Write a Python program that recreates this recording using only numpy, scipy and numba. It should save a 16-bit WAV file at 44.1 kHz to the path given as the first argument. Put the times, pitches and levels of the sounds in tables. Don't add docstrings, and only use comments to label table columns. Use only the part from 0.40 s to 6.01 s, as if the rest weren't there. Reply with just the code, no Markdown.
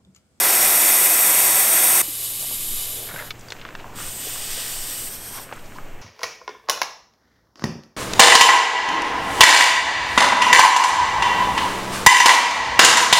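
import sys
import numpy as np
from scipy import signal
from scipy.fft import rfft, irfft, next_fast_len
from scipy.io import wavfile
from scipy.ndimage import uniform_filter1d
from numba import njit

SR = 44100
rng = np.random.default_rng(int(sys.argv[2]) if len(sys.argv) > 2 else 0)


def convert_level_to_amplitude(level_db):
    exponent = np.asarray(level_db, float) / 20
    return 10 ** exponent


def dump_mix(stems):
    frames = np.atleast_2d(stems).T
    limited = np.clip(frames, -1, 1)
    pcm = np.round(limited * 32767).astype(np.int16)
    wavfile.write(sys.argv[1], SR, pcm)


N = 247621
TIME = np.arange(N) / SR
RING_TIME = np.arange(4096) / SR
SHUT_S = 1.617
REGION_EDGES_HZ = (6500, 10500, 13700)


def read(table, hold=False):
    s, *columns = np.transpose(table)
    inside = np.clip(np.minimum(TIME - s[0], s[-1] - TIME) / .03 + 1, 0, 1)
    return [np.interp(TIME, s, column) for column in columns] + [1. 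if hold else inside]


def unit(x):
    return x / np.sqrt(np.mean(x ** 2))


def coloured(shape, bumps=(), edges_hz=(), noise=None):
    if noise is None:
        noise = rng.standard_normal(N)
    size = next_fast_len(N, real=True)
    hz = np.fft.rfftfreq(size, 1 / SR) + 1e-3
    shape_hz, shape_db = np.transpose(shape)
    db = np.interp(np.log(hz), np.log(shape_hz), shape_db)
    db = db - 24 * np.clip(np.log2(shape_hz[0] / hz), 0, 5)
    grid = hz[::32]
    lift_db = np.zeros(len(grid))
    for centre, width, lift in bumps:
        lift_db += lift / (1 + (2 * (grid - centre) / width) ** 2)
    spectrum = rfft(noise, size) * convert_level_to_amplitude(db + np.interp(hz, grid, lift_db))
    below = [0] + [1 / (1 + (hz / edge) ** 12) for edge in edges_hz] + [1]
    return [irfft(spectrum * (b - a), size)[:N] for a, b in zip(below, below[1:])]


def walk(rate):
    k = int(SR / rate)
    steps = np.repeat(rng.standard_normal(N // k + 1), k)
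    return 1.43 * uniform_filter1d(uniform_filter1d(steps, k), k)[:N]


@njit
def svf(x, hz, q):
    y, b, l, k = np.empty(len(x)), 0., 0., 1 / q
    for i in range(len(x)):
        g = np.tan(np.pi * hz[i] / SR)
        v = (b + g * (x[i] - l)) / (1 + g * (g + k))
        b, l, y[i] = 2 * v - b, l + 2 * g * v, k * v
    return y


def valve():
    return gush() + leak() + seep() + peep() + last_puff()


def gush():
    # t/s, level/dB
    flow = [
        (0.0, -22.5),
        (0.35, -20),
        (1.6, -20.5),
    ]
    # f/Hz, level/dB
    shape = [(150, -25.5), (300, -19.5), (700, -14), (1500, -16), (2400, -13), (3000, -19.5), (5500, -16),
             (8500, 0), (10500, -19), (12500, -12.5), (15600, -19)]
    # f/Hz, width/Hz, level/dB
    bore = [(279, 32, -6), (326, 15, 7.5), (761, 57, 5), (870, 34, -2.5), (983, 18, 5.5), (1170, 15, 2.5),
            (1970, 99, 5.5)]
    # f/Hz, width/Hz, early level/dB, late level/dB
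    wheel = [(3160, 110, -4.5, -1.0), (3350, 90, 4.0, 4.0), (3760, 330, 5.5, 7.5), (4020, 470, -7.0, -9.0),
             (4840, 120, -3.5, -4.5), (5140, 200, -4.5, -8.0), (5320, 110, 5.0, 3.5), (5700, 170, 6.5, 4.5),
             (5900, 210, -6.0, -5.0), (6330, 140, 3.5, 6.0), (6340, 580, -9.0, -6.0), (6560, 180, 5.0, 2.0),
             (6740, 190, -5.5, -7.0), (7030, 250, -7.5, -8.0), (7160, 160, 1.0, 4.5),
             (7400, 550, -8.0, -11.5), (7930, 210, -8.5, -6.0), (8520, 490, -13.5, -13.5),
             (8960, 760, 4.5, 7.0), (9080, 140, -9.5, -14.0), (9410, 420, -10.5, -4.5),
             (9610, 200, 9.5, -3.5), (9820, 200, -0.5, 4.0), (10040, 200, 1.5, -2.5),
             (10330, 470, 7.5, 8.0), (10350, 130, -9.5, -6.0), (10710, 220, 6.5, -5.0),
             (10930, 210, -4.5, 3.0), (11170, 150, 3.0, -2.0), (11290, 380, 2.5, 4.0),
             (11830, 210, 2.0, -2.5), (12100, 430, 7.0, 3.0), (12480, 100, 0.0, 2.5),
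             (13050, 430, 5.5, 6.5), (13890, 900, 3.5, 9.0), (14030, 300, -2.0, -11.5),
             (14610, 130, -7.0, -1.5), (14750, 220, -1.5, -6.5), (15370, 350, -1.5, -3.5),
             (15600, 180, 0.5, 3.0)]
    bands = creeping(shape, bore, wheel, (0, 1.6))
    sound = jet(flow, bands, (-3.5, -.4, -7.6), np.zeros(3),
                flutter_db=.5, flicker_db=.15, haze_db=-17, hold=True)
    late = np.clip(TIME - SHUT_S, 0, None)
    fall, tail = np.exp(-late / .0012), convert_level_to_amplitude(-13.5) * np.exp(-late / .064)
    return sound * np.maximum(fall, tail)


def leak():
    # t/s, level/dB
    flow = [
        (1.63, -36),
        (1.89, -33.5),
        (2.41, -33),
        (2.63, -38.5),
        (2.79, -47.5),
        (2.88, -50.5),
        (2.9, -55),
    ]
    # f/Hz, level/dB
    shape = [(150, -25), (300, -15), (700, -28), (1500, -24.5), (2400, -15), (3000, -7.5), (5500, -15),
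             (8500, 0), (10500, -2.5), (12500, -2), (15600, -15)]
    # f/Hz, width/Hz, level/dB
    bore = [(1145, 120, 11), (2240, 250, 1.5)]
    # f/Hz, width/Hz, early level/dB, late level/dB
    wheel = [(2820, 150, -3.5, -5.0), (2960, 100, 6.5, 3.0), (3210, 560, -4.0, -1.5), (3760, 580, 3.0, 4.5),
             (4480, 90, -1.5, -6.0), (4580, 100, 6.0, 4.5), (4910, 130, 6.0, 6.5), (5270, 230, 5.5, 3.0),
             (6190, 170, -6.5, -6.0), (6710, 150, 3.0, 3.0), (6850, 110, -5.5, -4.0), (7230, 160, 2.0, 5.5),
             (8060, 900, -13.0, -14.0), (8070, 310, 14.0, 13.0), (8530, 160, 5.5, 3.5),
             (8640, 320, -2.0, -4.5), (9070, 90, -3.5, -1.5), (9540, 230, -8.5, -9.5),
             (9860, 110, 0.5, 4.0), (10020, 90, -8.5, -4.5), (11010, 590, -6.0, -7.0),
             (11980, 200, 3.5, 4.0), (12320, 170, 4.5, 4.5), (12420, 180, -4.0, -2.5),
             (13170, 250, -5.0, -6.5), (13710, 160, -6.5, -5.5), (14190, 370, -10.0, -8.0),
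             (14450, 900, 4.0, 5.0), (14560, 100, -5.0, -6.0), (15110, 680, -6.5, -6.0)]
    bands = creeping(shape, bore, wheel, (1.68, 2.52))
    return jet(flow, bands, (-3, .44, -7), (.37, .028, .55), flutter_db=.6, flicker_db=.25, haze_db=-15)


def seep():
    # t/s, level/dB
    flow = [
        (3.55, -58),
        (3.56, -45),
        (3.6, -38.5),
        (3.75, -35.5),
        (4.18, -34),
        (4.68, -34.5),
    ]
    # f/Hz, level/dB
    shape = [(150, -16), (300, -18.5), (700, -17), (1500, -15.5), (2400, -13), (3000, -4), (5500, -18.5),
             (8500, 0), (10500, -19), (12500, -5), (15600, -21.5)]
    # f/Hz, width/Hz, level/dB
    bore = [(1900, 300, 5), (2400, 116, -1)]
    # f/Hz, width/Hz, early level/dB, late level/dB
    wheel = [(2540, 170, 5.5, 2.0), (2680, 290, -2.5, -5.5), (3130, 90, -7.0, -6.0), (3350, 460, 0.5, -4.0),
             (3880, 90, -1.5, -6.5), (4620, 110, 3.5, 6.5), (4900, 210, 8.0, 5.0), (5640, 880, 11.5, 14.0),
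             (5780, 240, -7.0, -8.0), (6540, 300, -1.0, -6.5), (7000, 120, -2.5, -4.0),
             (7240, 130, 3.5, 3.0), (7530, 260, -4.0, -6.0), (8290, 90, -4.5, -3.5), (8840, 90, 2.5, 4.5),
             (9090, 520, -3.0, -7.0), (9480, 140, -2.0, -5.0), (9610, 120, -0.5, 5.5),
             (10020, 170, -0.5, -7.5), (10160, 730, 7.0, 10.5), (10650, 240, -0.5, 6.5),
             (11520, 200, -3.5, -2.5), (12380, 220, -7.0, 2.0), (12680, 90, 2.5, -7.0),
             (12860, 150, -7.5, 4.5), (13900, 120, 3.5, -5.5), (14240, 510, 4.0, 3.5),
             (15650, 900, 3.0, 6.0)]
    bands = creeping(shape, bore, wheel, (3.78, 4.66))
    return jet(flow, bands, (-2, -8, -7), (.22, .05, .25), flutter_db=.45, flicker_db=.35, haze_db=-15)


def peep():
    peak_s, length_s, whistle_hz, level_db = 3.85, .26, 11950., -41
    whistle = unit(svf(rng.standard_normal(N), np.full(N, whistle_hz), 45.))
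    return whistle * convert_level_to_amplitude(level_db) * np.exp(-(2 * (TIME - peak_s) / length_s) ** 2)


def last_puff():
    # t/s, level/dB
    flow = [
        (4.71, -38.5),
        (4.77, -41.5),
        (4.9, -42),
        (5.035, -44.5),
        (5.052, -52),
        (5.095, -58),
        (5.18, -62),
        (5.39, -64),
        (5.42, -79),
    ]
    # f/Hz, level/dB
    shape = [(1500, -6.5), (3000, -12.5), (4500, -8.5), (6300, -9), (8500, -8), (10500, -10.5), (12500, 3),
             (15600, -9)]
    # f/Hz, width/Hz, level/dB
    wheel = [(3210, 350, 7.5), (5485, 540, 5.5), (6040, 150, 6), (6420, 190, -3.8), (8330, 530, 11.5),
             (8880, 200, 8), (9670, 350, 3), (10390, 620, 8), (13080, 210, 5), (13520, 160, 4.5)]
    bands = [unit(band) for band in coloured(shape, wheel, REGION_EDGES_HZ)]
    return jet(flow, bands, (-2.5, -2.5, -9), (-.1, -.13, .01), flutter_db=-1.3, flicker_db=.2, haze_db=-12)


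def jet(flow, bands, mix_db, tilt, flutter_db, flicker_db, haze_db, hold=False):
    flow_db, inside = read(flow, hold)
    lost_db = flow_db.max() - flow_db
    body, whistle, sizzle, air = bands
    body = body * hand()
    sound = whistle * convert_level_to_amplitude(flicker_db * walk(31))
    for band, db, gain in zip((body, sizzle, air), mix_db, tilt):
        sound = sound + band * convert_level_to_amplitude(db + gain * lost_db + flicker_db * walk(15))
    sound = signal.fftconvolve(sound, scatter(haze_db, .0048))[:N]
    return sound * convert_level_to_amplitude(flow_db + flutter_db * walk(44.67)) * inside


def creeping(shape, bore, wheel, span_s):
    noise = rng.standard_normal(N)
    share = np.interp(TIME, span_s, (0, 1))
    early_bumps = bore + [(hz, width, early_db) for hz, width, early_db, _ in wheel]
    late_bumps = bore + [(hz, width, late_db) for hz, width, _, late_db in wheel]
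    early = coloured(shape, early_bumps, REGION_EDGES_HZ, noise)
    late = coloured(shape, late_bumps, REGION_EDGES_HZ, noise)
    heard = slice(int(span_s[0] * SR), int(span_s[1] * SR))
    bands = [(1 - share) * a + share * b for a, b in zip(early, late)]
    return [band / np.std(band[heard]) for band in bands]


def hand():
    # t/s, level/dB, length/s
    moves = [
        (0.0, 3.5, 0.58),
        (2.46, 1.5, 0.1),
        (3.751, -4.5, 0.11),
        (4.18, 3, 0.26),
        (4.626, -3, 0.14),
        (4.982, 4, 0.082),
    ]
    t = np.arange(0, N, 64) / SR
    lift_db = sum(db * np.exp(-(2 * (t - s) / length) ** 2) for s, db, length in moves)
    return np.interp(TIME, t, convert_level_to_amplitude(lift_db))


def scatter(db, fade_s):
    haze = rng.standard_normal(len(RING_TIME)) * np.exp(-RING_TIME / fade_s) * (RING_TIME > .002)
    haze *= convert_level_to_amplitude(db) / np.sqrt(np.sum(haze ** 2))
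    return np.append(1, haze[1:])


def handling():
    out = np.zeros(N + len(RING_TIME))
    for touch in (ticks, grit, knocks, clear_rings):
        for s, sound in touch():
            out[int(s * SR):][:len(sound)] += sound
    return out[:N]


def ticks():
    # t/s, low level/dB, low f/Hz, high f/Hz, high level/dB
    taps = [(2.7615, -21, 1600, 2600, -40), (2.9061, -19.5, 2200, 3500, -19),
            (2.9095, -25, 2300, 3500, -23), (2.9135, -32, 1300, 3300, -28), (3.0847, -30, 1500, 4600, -31),
            (3.104, -33, 600, 4300, -21.5), (3.1214, -15, 1900, 4600, -18.5),
            (3.2512, -18, 1450, 2500, -27), (3.2892, -23, 1600, 4000, -34), (3.3516, -21, 1300, 3200, -24),
            (4.9862, -23.5, 1300, 2600, -36), (4.9972, -29, 720, 3600, -34), (5.0921, -27, 1400, 3000, -42),
            (5.1132, -30, 1270, 2800, -42), (5.1254, -19, 800, 2000, -22.5), (5.13, -34, 1000, 2600, -30),
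            (5.3852, -21.5, 1150, 2900, -50)]
    t60_s = .04
    for s, low_db, low_hz, high_hz, high_db in taps:
        tick = convert_level_to_amplitude(low_db) * ring(low_hz, t60_s, q=1.2, rattle_db=-29)
        tick += convert_level_to_amplitude(high_db) * ring(high_hz, .8 * t60_s, q=1.3, rattle_db=-19)
        if low_hz < 2000:
            tick += convert_level_to_amplitude(low_db - 14) * ring(550, t60_s, q=1., rattle_db=-28)
        yield s, tick


def grit():
    # t/s, peak level/dB, f/Hz
    grains = [(2.9563, -40, 3150), (2.994, -33, 7300), (3.0104, -34, 5800), (3.151, -33, 950),
              (3.1668, -30, 1800), (3.1963, -33, 2700), (3.214, -27, 2900), (3.2393, -45, 1560),
              (3.2653, -35, 2900), (3.3063, -29, 1820), (3.3985, -27, 1800), (3.4028, -34, 2700),
              (3.186, -36, 2200), (3.28, -36, 2600), (3.4432, -25, 1000), (5.137, -32, 8000),
              (5.1553, -35, 2800), (5.163, -34, 8000), (5.1943, -35, 3340), (5.259, -40, 5500),
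              (5.3216, -31, 1420)]
    for s, db, hz in grains:
        rattle_db = -20 if hz > 2300 else -27
        yield s, convert_level_to_amplitude(db) * ring(hz, .046, q=1 + hz / 4000, rattle_db=rattle_db)


def knocks():
    # t/s, peak level/dB, f/Hz
    bumps = [(1.681, -35, 302), (2.612, -38, 375), (2.73, -38, 159), (2.111, -31, 600), (2.594, -42, 480),
             (2.688, -31, 1900), (2.71, -29, 1550), (2.8745, -34, 1490), (2.84, -45, 1400),
             (2.808, -36, 1500), (2.738, -28, 1500), (2.779, -30, 1380), (2.798, -26, 1470),
             (2.823, -24, 1390), (3.586, -27, 1330), (3.76, -39, 480), (3.868, -30, 466),
             (3.897, -30.5, 1320), (3.957, -27, 1190), (4.174, -32, 530), (4.362, -38, 615),
             (4.963, -35, 955)]
    lag_s = .0013
    for s, db, hz in bumps:
        q = 6. if hz < 400 else 2.6
        yield s + lag_s, convert_level_to_amplitude(db + 1) * ring(hz, .13, q=q, rattle_db=-28)


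def clear_rings():
    # t/s, peak level/dB, f/Hz, t60/s
    tones = [(2.7605, -20, 1550, .03), (2.9063, -23, 2250, .032), (2.9063, -25, 3500, .028),
             (2.9063, -30, 1250, .04), (3.0848, -35, 4700, .03), (3.1041, -30, 3600, .026),
             (3.1041, -33, 6000, .022), (3.1216, -26, 2000, .022), (3.1216, -30, 4200, .022),
             (3.2893, -34, 1000, .03), (3.3517, -28, 1750, .022), (3.3517, -31, 2650, .022),
             (3.2514, -27, 1100, .025), (5.1133, -30, 1250, .03), (5.1256, -26, 600, .03),
             (5.3583, -35, 1000, .06), (5.3854, -31, 1250, .06)]
    for s, db, hz, t60 in tones:
        decay = np.exp(-np.log(1000) * RING_TIME / t60)
        onset = 1 - np.exp(-RING_TIME * hz)
        yield s, convert_level_to_amplitude(db) * np.sin(2 * np.pi * hz * RING_TIME) * decay * onset


def ring(hz, t60, q, rattle_db):
    decay = np.exp(-np.log(1000) * RING_TIME / t60)
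    push = convert_level_to_amplitude(rattle_db) * rng.standard_normal(len(RING_TIME)) * decay * (RING_TIME > .0005)
    push[0] = 1
    push[int(.0016 * SR)] -= .35
    push = signal.sosfilt(signal.butter(2, min(2.2 * hz, 12000), fs=SR, output="sos"), push)
    centre = np.full(len(RING_TIME), 1. * hz)
    sound = svf(svf(push, centre, q), centre, .8)
    return sound / np.abs(sound).max()


def gravel():
    # heaviest moment t/s, level/dB, centre f/Hz, length/s
    scuffs = [(2.033, -42.5, 725, 0.06), (2.6, -45, 493, 0.2), (2.772, -42, 616, 0.18),
              (2.713, -40, 1560, 0.1), (2.792, -37.5, 1710, 0.071), (2.86, -47, 1450, 0.11),
              (3.398, -50, 3000, .04), (3.466, -62, 6000, .1), (5.197, -56, 4200, 0.021),
              (5.252, -55, 4488, .04), (5.362, -52, 4500, .035), (3.261, -49, 1647, 0.37),
              (3.473, -43.5, 850, 0.19), (3.622, -41, 1236, 0.16), (4.966, -40.5, 1000, 0.11),
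              (5.142, -45.5, 1400, 0.16), (5.376, -52, 1100, 0.06)]
    grains_per_s, puff_s = 420, .0043
    edge_db = -10.5
    out = np.zeros(N + SR)
    t = np.arange(SR // 2) / SR - .25
    for s, db, hz, length in scuffs:
        chance = rng.random((2, len(t)))
        size_db = np.minimum(-2.2 * np.log(chance[1] + 1e-9), 5)
        sizes = (chance[0] < grains_per_s / SR) * convert_level_to_amplitude(size_db)
        puffs = signal.lfilter([1], [1, -np.exp(-1 / (puff_s * SR))], sizes)
        rustle = (puffs + .8) * rng.standard_normal(len(t))
        centre = np.full(len(t), 1. * hz)
        stones = unit(svf(svf(rustle, centre, 1.9), centre, .8))
        out[int((s + t[0]) * SR):][:len(t)] += stones * convert_level_to_amplitude(db + edge_db * (2 * t / length) ** 2)
    return out[:N]


def engine():
    # t/s, firing f/Hz, level/dB
    idle = [
        (0.85, 98.4, -71.5),
        (0.97, 103.4, -54),
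        (1.06, 105.5, -54.5),
        (1.6, 114, -51.5),
        (2.01, 117.5, -48),
        (3.34, 117.7, -50.5),
        (3.77, 119.9, -50.5),
        (5.6, 119.2, -54.5),
    ]
    hz, db, _ = read(idle)
    phase = 2 * np.pi * np.cumsum(hz * (1 + .006 * walk(9.1))) / SR
    onset = np.clip((TIME - idle[0][0]) / .13, 0, 1)
    firing = np.sqrt(2) * np.sin(phase) * convert_level_to_amplitude(1.2 * walk(8) - 1)
    lower = convert_level_to_amplitude(-10.5) * unit(svf(rng.standard_normal(N), hz * 2 / 3, 7.))
    upper = convert_level_to_amplitude(-11) * unit(svf(rng.standard_normal(N), hz * 4 / 3, 12.))
    return (firing + lower + upper) * convert_level_to_amplitude(db) * onset


def wind():
    # strongest moment t/s, level/dB
    gusts = [(.22, -49), (.46, -45), (1.1, -52), (1.94, -47), (2.091, -47), (2.33, -33), (2.6, -41),
             (2.91, -37.5), (3.2, -41.5), (3.49, -33.5), (3.63, -36.5), (4.01, -31.5), (4.4, -36),
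             (4.66, -39), (4.83, -37.5), (5.26, -37), (5.52, -28)]
    calm_db, rise_db_s, fall_db_s = -55.5, 64, 52
    db = np.full(N, calm_db)
    for s, top_db in gusts:
        drop_db = np.where(TIME < s, rise_db_s * (s - TIME), fall_db_s * (TIME - s))
        db = np.maximum(db, top_db - drop_db)
    swings = unit(coloured([(7, -3.5), (12, 0.5), (18, -6.5), (26, -20.5), (45, -43), (120, -95)])[0])
    return swings * convert_level_to_amplitude(db)


def open_air():
    # f/Hz, level/dB per Hz
    shape = [(30, -17), (55, 1.5), (110, -1.5), (300, -1), (750, -3.5), (1300, -8), (2000, -9.5),
             (2900, -11), (3500, -15.5), (5000, -18), (7400, -14), (10500, -25.5), (13500, -17.5),
             (15600, -20)]
    low, mid, high = coloured(shape, edges_hz=(400, 3200))
    scale = convert_level_to_amplitude(-43) / np.std(low + mid + high)
    lull_db = -14 * np.clip(TIME - 5.42, 0, None)
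    low = low * convert_level_to_amplitude(1.5 * walk(8.2))
    mid = mid * convert_level_to_amplitude(.47 * walk(21))
    high = high * convert_level_to_amplitude(-4.5 + lull_db) * convert_level_to_amplitude(1.5 * walk(8.5))
    return scale * (low + mid + high)


def far_tyre():
    level_db, stops_s, fall_s = -58, 4.6, .55
    shape = [(3500, 5), (8500, 1), (10500, -12), (13000, -4), (15600, -24)]
    peaks = [(11700, 300, 5), (12800, 300, 5), (13900, 400, 5)]
    hiss = unit(coloured(shape, peaks)[0])
    late = np.clip(TIME - stops_s, 0, None)
    return hiss * convert_level_to_amplitude(level_db + 1.3 * walk(4.85)) * np.exp(-(late / fall_s) ** 2)


def scene():
    duck_db, recover_s = -6, .74
    late = np.clip(TIME - SHUT_S, 0, None)
    duck = convert_level_to_amplitude(duck_db * np.exp(-late / recover_s))
    background = duck * (open_air() + far_tyre())
    mono = valve() + handling() + gravel() + engine() + wind() + background
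    return np.array([mono, mono])


def top_cut(x):
    return signal.sosfilt(signal.butter(12, 16450, fs=SR, output="sos"), x)


def record(dry):
    # t/s, low f/Hz, high f/Hz
    wide = [(1.31, 8900, 10500), (1.31, 11700, 13300), (1.59, 12400, 14000), (2.005, 4100, 5500),
            (2.005, 5700, 7100), (2.865, 7600, 9100), (2.865, 9600, 11200), (3.70, 13100, 14600),
            (4.68, 13800, 15300)]
    mono = signal.sosfilt(signal.ellip(20, .2, 100, 15730, fs=SR, output="sos"), dry[0])
    side, frame = np.zeros(N), np.hanning(2048)
    for s, low_hz, high_hz in wide:
        start = int(s * SR) - len(frame) // 2
        earlier = mono[start - len(frame):start] * frame
        band = signal.ellip(6, .5, 60, [low_hz, high_hz], "band", fs=SR, output="sos")
        side[start:start + len(frame)] += .8 * signal.sosfilt(band, earlier)
    return top_cut(np.array([mono + side, mono - side]))


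dry = scene()
out = record(dry)
dump_mix(out)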